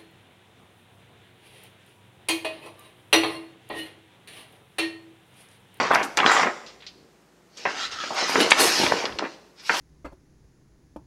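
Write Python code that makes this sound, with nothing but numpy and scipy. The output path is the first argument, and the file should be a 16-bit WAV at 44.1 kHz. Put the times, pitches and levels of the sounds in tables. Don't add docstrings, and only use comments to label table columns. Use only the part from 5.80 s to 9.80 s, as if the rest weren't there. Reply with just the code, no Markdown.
import sys
import numpy as np
from scipy import signal
from scipy.fft import rfft, irfft, next_fast_len
from scipy.io import wavfile
from scipy.ndimage import uniform_filter1d, minimum_filter1d, map_coordinates

SR = 44100
rng = np.random.default_rng(int(sys.argv[2]) if len(sys.argv) > 2 else 0)


def wav_record(signal):
    frames = np.transpose(np.atleast_2d(signal))
    bounded = np.clip(frames, -1, 1)
    quanta = np.round(bounded * 32767).astype(np.int16)
    wavfile.write(sys.argv[1], SR, quanta)


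N = 176400
T = np.arange(N) / SR

# [t/s, level/dB before trim]
BUCKLE_LEVEL = [
    [(0, -18.5), (.04, -25), (.065, -22), (.1, -33), (.115, -18.5), (.15, -21), (.175, -22), (.215, -23),
     (.25, -30), (.28, -45)],
    [(.376, -20.5), (.405, -21), (.43, -19.5), (.46, -19.5), (.51, -18), (.545, -21.5), (.59, -18),
     (.675, -23.5), (.71, -33), (.74, -66), (.88, -63)],
    [(1.77, -57), (1.85, -51), (1.865, -27.5), (1.9, -29.5), (1.935, -39), (1.975, -37.5), (2.05, -46.5),
     (2.1, -48.5), (2.17, -44), (2.23, -47), (2.28, -44), (2.35, -36.5), (2.385, -25.5), (2.43, -27),
     (2.47, -32), (2.57, -25.5), (2.64, -27), (2.68, -29), (2.715, -32), (2.75, -31), (2.805, -19.5),
     (2.9, -28.5), (3.05, -31), (3.15, -32.5), (3.255, -28.5), (3.3, -38), (3.38, -52), (3.4, -35),
     (3.425, -35.5), (3.455, -26.5), (3.5, -56.5)],
    [(3.82, -57), (3.89, -50), (3.905, -28), (3.94, -26.5), (4, -38.5)],
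]
# [t/s, level/dB before trim]
SLIDE_LEVEL = [
    [(0, -31.5), (.07, -37.5), (.11, -42.5), (.2, -46)],
    [(.378, -23), (.4, -39.5), (.44, -53), (.465, -28), (.53, -29.5), (.58, -29.5), (.64, -34), (.69, -66)],
    [(1.7, -69), (1.765, -55.5), (1.78, -45.5), (1.83, -45.5), (1.9, -39), (1.945, -41.5), (1.99, -33.5),
     (2.06, -33), (2.105, -53), (2.118, -35.5), (2.18, -43.5), (2.23, -37), (2.34, -39.5), (2.385, -25.5),
     (2.46, -31), (2.52, -29), (2.58, -30), (2.62, -23), (2.69, -33.5), (2.76, -35), (2.8, -21),
     (2.85, -23), (2.95, -22.5), (3.05, -26), (3.12, -33), (3.2, -32.5), (3.26, -44.5), (3.29, -61.5),
     (3.45, -53.5), (3.55, -52)],
    [(3.76, -64.5), (3.8, -45.5), (3.83, -52), (3.865, -37), (3.9, -33.5), (3.95, -28), (4, -30)],
]
# [t/s, level/dB before trim]
FLAP_LEVEL = [
    [(0, -31.5), (.09, -36), (.15, -28.5), (.19, -31.5), (.24, -37.5), (.3, -46.5)],
    [(.378, -25.5), (.42, -34), (.47, -22.5), (.52, -41), (.56, -35), (.61, -37.5), (.645, -26.5),
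     (.675, -27.5), (.72, -57), (.85, -66), (1.3, -60)],
    [(1.77, -56.5), (1.845, -53.5), (1.86, -36), (1.93, -51.5), (2.1, -54.5), (2.28, -46.5), (2.39, -49.5),
     (2.44, -34), (2.48, -46), (2.57, -24.5), (2.62, -22.5), (2.67, -27.5), (2.76, -44.5), (2.815, -23),
     (2.87, -30), (2.96, -39), (3.035, -21.5), (3.09, -34.5), (3.135, -25), (3.21, -40), (3.245, -29.5),
     (3.3, -46), (3.4, -42.5), (3.44, -30), (3.48, -48)],
    [(3.9, -38), (3.95, -42.5), (4, -43)],
]
# [t/s, level/dB before trim]
SIZZLE_LEVEL = [
    [(1.775, -66), (1.9, -79), (2.03, -64.5), (2.1, -72.5), (2.33, -65), (2.47, -60), (2.495, -42),
     (2.58, -52), (2.61, -33), (2.66, -54), (2.76, -60), (2.805, -24.5), (2.87, -29), (2.92, -42.5),
     (3.05, -41.5), (3.13, -62.5), (3.2, -64.5), (3.3, -72)],
    [(3.82, -67), (3.87, -55), (3.91, -55.5), (3.96, -45.5), (4, -41)],
]
# [t/s, level/dB]
SLIP_LEVEL = [
    [(.45, -55), (.48, -53), (.52, -32), (.57, -40), (.63, -45.5), (.66, -69)],
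]
# [t/s, level/dB]
TAUT_LEVEL = [
    [(1.94, -49.5), (1.98, -37), (2.05, -29), (2.09, -55), (2.14, -36), (2.175, -40.5), (2.2, -30.5),
     (2.24, -39.5), (2.3, -42.5), (2.36, -49)],
]

# [t/s, level/dB before trim, low edge f/Hz, high edge f/Hz, time to fall 20 dB/s]
CREASE_SNAPS = [(0.1068, -19.5, 300, 1510, 0.012), (0.1115, -13, 696, 1440, 0.00494),
                (.141, -21, 700, 2610, .02), (0.1485, -21.5, 700, 5940, 0.012),
                (0.1561, -14.5, 600, 2060, 0.016), (0.2301, -31, 3500, 7000, 0.028),
                (0.3723, -24, 500, 6950, .004), (0.3728, -25, 500, 7640, 0.0067),
                (0.3888, -18.5, 900, 2890, 0.0044), (0.402, -17.5, 900, 3380, 0.0085),
                (0.4623, -11.5, 500, 3085, 0.0045), (0.4749, -19.5, 450, 1490, 0.004),
                (0.515, -17, 600, 1636, .008), (0.566, -21, 600, 2510, 0.0064),
                (0.632, -20, 350, 2170, .012), (.669, -19, 300, 1670, .015),
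                (0.864, -38, 2500, 5560, 0.099), (1.004, -49, 1520, 4500, 0.022),
                (1.022, -42.5, 1300, 4000, 0.068), (1.066, -35, 3300, 5000, 0.046),
                (1.772, -39, 3500, 6700, .04), (1.8539, -16.5, 417, 2240, 0.032),
                (2.114, -47, 2500, 5500, 0.021), (2.198, -41.5, 1200, 1600, 0.0123),
                (2.238, -29, 400, 1780, 0.013), (2.305, -24, 350, 1090, 0.054),
                (2.425, -25.5, 250, 1100, .02), (2.495, -23.5, 300, 1500, 0.0054),
                (2.557, -14.5, 350, 2610, 0.008), (2.6038, -17.5, 300, 4570, 0.0073),
                (2.609, -19, 350, 4100, .018), (2.704, -25.5, 1170, 8570, .012),
                (2.7081, -16.5, 900, 8900, .012), (2.7173, -8, 900, 2420, .006),
                (2.7202, -10, 1190, 4170, 0.0043), (3.0653, -21.5, 900, 3500, 0.0045),
                (3.1205, -20.5, 500, 1930, 0.0057), (3.122, -16, 162, 1090, 0.0022),
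                (3.2551, -24, 1200, 5100, 0.011), (3.324, -38, 1200, 4000, 0.0079),
                (3.3872, -25, 1840, 5460, 0.012), (3.394, -27, 800, 1830, 0.0033),
                (3.424, -25, 403, 1210, 0.013), (3.452, -39, 1300, 2440, 0.0095),
                (3.8948, -13, 1250, 2080, 0.018)]
# [crest t/s, level/dB, half length (bell sigma)/s]
AIR_PUFFS = [(.16, -54, 0.052), (.38, -58, 0.024), (1.86, -55, .015), (1.15, -64, 0.086),
             (2.15, -63, 0.083), (2.61, -61, 0.037), (2.84, -45, 0.031), (3.05, -42.5, 0.028),
             (3.125, -53.5, 0.011), (3.335, -46.5, 0.026)]
# [crest t/s, level/dB before trim, half length (bell sigma)/s]
EDGE_SKIMS = [(.117, -49, .005), (.148, -39, .009), (.248, -43.5, .012), (.3755, -37, .003),
              (2.348, -52.5, .004), (2.711, -41.5, .003)]

# [f/Hz, relative level/dB]
BUCKLE_COLOUR = [(20, -71), (80, -46.5), (250, -18.5), (500, -8.5), (800, 4), (1300, 1), (2000, -1.5),
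                 (2800, -9.5), (4000, -23.5), (8000, -51), (15000, -74)]
# [f/Hz, relative level/dB]
SLIDE_COLOUR = [(300, -26), (1200, -9.5), (2400, -2), (3500, -2.5), (5200, 0), (6500, -7), (8000, -18.5),
                (11000, -36.5), (15000, -57)]
# [f/Hz, relative level/dB]
FLAP_COLOUR = [(30, -45.5), (80, -30.5), (150, -16), (240, -8.5), (330, -1.5), (480, -3.5), (700, -14),
               (1500, -31), (5000, -58)]
# [f/Hz, relative level/dB]
SIZZLE_COLOUR = [(2000, -48.5), (6000, -3.5), (8000, 3), (10500, 3), (13000, -4), (15500, -20)]
# [f/Hz, relative level/dB]
SLIP_COLOUR = [(3000, -29), (5500, -6.5), (7400, 4), (8600, -12), (9700, -9.5), (11000, -18.5),
               (13000, -20.5), (15500, -34.5)]
# [f/Hz, relative level/dB]
TAUT_COLOUR = [(600, -44), (1100, -21.5), (1310, -0.5), (1500, -11.5), (1850, -12), (2400, -35.5),
               (3200, -10.5), (4200, -15.5), (8000, -54)]
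# [f/Hz, relative level/dB]
PUFF_COLOUR = [(20, -27), (33, -17), (48, -6.5), (75, -5), (130, -6.5), (400, -44), (2000, -90)]
# [f/Hz, relative level/dB]
HUSH_COLOUR = [(20, -41), (35, -32.5), (55, -14.5), (85, -17), (170, -4.5), (260, -9), (350, -6.5),
               (550, -13.5), (1000, -15.5), (4400, -27), (6500, -27.5), (15500, -40)]
# [f/Hz, time to fall 60 dB/s]
ROOM_DECAY = [(150, .75), (400, 0.94), (1000, 0.65), (3000, 0.69), (6000, 0.92), (12000, 0.89)]

HUSH_DB, HUM_HZ, HUM_DB = -58.5, 56, -71.5
ROOM_DB, WALL_DB = -11.5, -12
SNAP_TAIL_DB = -1
PATCHY_DB = 3
TOP_HZ = 15750


def amp(db):
    return 10 ** (np.asarray(db) / 20)


def unit(x):
    return x / np.sqrt(np.mean(x ** 2) + 1e-20)


def along(points, hz):
    f, v = np.transpose(points)
    return np.interp(np.log(hz + 1), np.log(f + 1), v)


def gesture(parts, fade_s):
    level = np.full(N, -120.)
    for rows in parts:
        s, db = np.transpose(rows)
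        outside = np.maximum(s[0] - T, 0) + np.maximum(T - s[-1], 0)
        level = np.maximum(level, np.interp(T, s, db) - 20 * outside / fade_s)
    return amp(level)


def swells(rows):
    return sum(amp(db) * np.exp(-.5 * ((T - s) / half) ** 2) for s, db, half in rows)


def wobble(rate):
    return map_coordinates(rng.standard_normal(4096), [T * rate], mode="wrap")


def coloured(x, colour):
    m = next_fast_len(N + SR // 2)
    hz = np.fft.rfftfreq(m, 1 / SR)
    cepstrum = irfft(np.log(amp(along(colour, hz))), m)
    cepstrum[1:m // 2] *= 2
    cepstrum[m // 2 + 1:] = 0
    response = np.exp(rfft(cepstrum, m))
    return unit(irfft(rfft(x, m) * response, m)[:N])


def crinkle(rate, scatter_db, smooth_db):
    sizes = amp(scatter_db * np.clip(rng.standard_normal(N), -2, 2)) * rng.choice([-1, 1], N)
    pops = unit(sizes * (rng.random(N) < rate / SR))
    grain = pops + amp(smooth_db) * rng.standard_normal(N)
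    grain = grain / np.sqrt(np.abs(uniform_filter1d(grain ** 2, size=1300)) + 1e-9)
    z = signal.stft(grain, nperseg=512)[2]
    patches = uniform_filter1d(rng.standard_normal(z.shape), size=3, axis=0)
    patches = uniform_filter1d(patches, size=12, axis=1)
    return signal.istft(z * amp(PATCHY_DB * unit(patches)), nperseg=512)[1][:N]


def hush():
    hum_tone = np.sin(2 * np.pi * HUM_HZ * T + 1.1 * wobble(3.2))
    hum = hum_tone * amp(HUM_DB + 2.5 * wobble(5.9))
    return amp(HUSH_DB) * coloured(rng.standard_normal(N), HUSH_COLOUR) + hum


def room(x):
    hz, t, z = signal.stft(rng.standard_normal(SR), SR, nperseg=256)
    decay = amp(-60 * t / along(ROOM_DECAY, hz)[:, None])
    tail = signal.istft(z * decay, SR, nperseg=256)[1][:SR]
    lag = np.arange(SR) / SR
    tail *= 1 - np.exp(-lag / 0.0032)
    echo_at = (SR * rng.uniform(.002, .022, size=12)).astype(int)
    walls = np.bincount(echo_at, rng.choice([-1., 1.], size=12), SR)
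    answer = amp(ROOM_DB) * tail / np.linalg.norm(tail)
    answer = answer + amp(WALL_DB) * walls / np.linalg.norm(walls)
    return x + signal.fftconvolve(x, answer)[:N]


def puffs():
    return swells(AIR_PUFFS) * coloured(rng.standard_normal(N), PUFF_COLOUR)


def rubbing():
    slip = coloured(crinkle(rate=2000, scatter_db=9.5, smooth_db=0.5), SLIP_COLOUR)
    taut = coloured(crinkle(rate=610, scatter_db=2, smooth_db=-17.5), TAUT_COLOUR)
    return slip * gesture(SLIP_LEVEL, fade_s=.03) + taut * gesture(TAUT_LEVEL, fade_s=.04)


def snaps():
    out, t = np.zeros(N + SR), np.arange(SR // 10) / SR
    for s, db, low_hz, high_hz, fall_s in CREASE_SNAPS:
        low_cut = signal.butter(2, np.clip(low_hz, 30, 8000), "high", fs=SR, output="sos")
        high_cut = signal.butter(6, np.clip(high_hz, 300, 18000), fs=SR, output="sos")
        crack = signal.sosfilt(high_cut, 1. * (t == 0))
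        flutter = signal.sosfilt(high_cut, rng.standard_normal(len(t)) * amp(-20 * t / fall_s))
        flutter_gain = amp(SNAP_TAIL_DB) * np.sqrt(fall_s / 0.0027)
        hit = signal.sosfilt(low_cut, unit(crack) + flutter_gain * unit(flutter))
        out[round(s * SR):][:len(t)] += amp(db - 11.5) * unit(hit)
    return out[:N]


def rustle():
    buckle = coloured(crinkle(rate=700, scatter_db=2, smooth_db=-1.5), BUCKLE_COLOUR)
    slide = coloured(crinkle(rate=3000, scatter_db=4.5, smooth_db=0), SLIDE_COLOUR)
    flap = coloured(crinkle(rate=200, scatter_db=4, smooth_db=-6), FLAP_COLOUR)
    sizzle = coloured(crinkle(rate=3200, scatter_db=6, smooth_db=-5.5), SIZZLE_COLOUR)
    sizzle_gain = gesture(SIZZLE_LEVEL, fade_s=.03) + swells(EDGE_SKIMS)
    return (amp(-0.96) * buckle * gesture(BUCKLE_LEVEL, fade_s=0.0069)
            + amp(0.28) * slide * gesture(SLIDE_LEVEL, fade_s=0.0081)
            + amp(0.33) * flap * gesture(FLAP_LEVEL, fade_s=0.0067)
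            + amp(1.1) * sizzle * sizzle_gain)


def scene():
    paper = rubbing() + snaps() + rustle()
    return (room(paper) + puffs() + hush())[None]


def record(dry):
    needed = 1 / np.maximum(np.abs(dry), 1)
    gain = uniform_filter1d(minimum_filter1d(needed, size=17), size=17)
    m = next_fast_len(N + SR // 2)
    in_band = np.fft.rfftfreq(m, 1 / SR) < TOP_HZ
    return irfft(rfft(dry * gain, m) * in_band, m)[..., :N]


dry = scene()
out = record(dry)
wav_record(out)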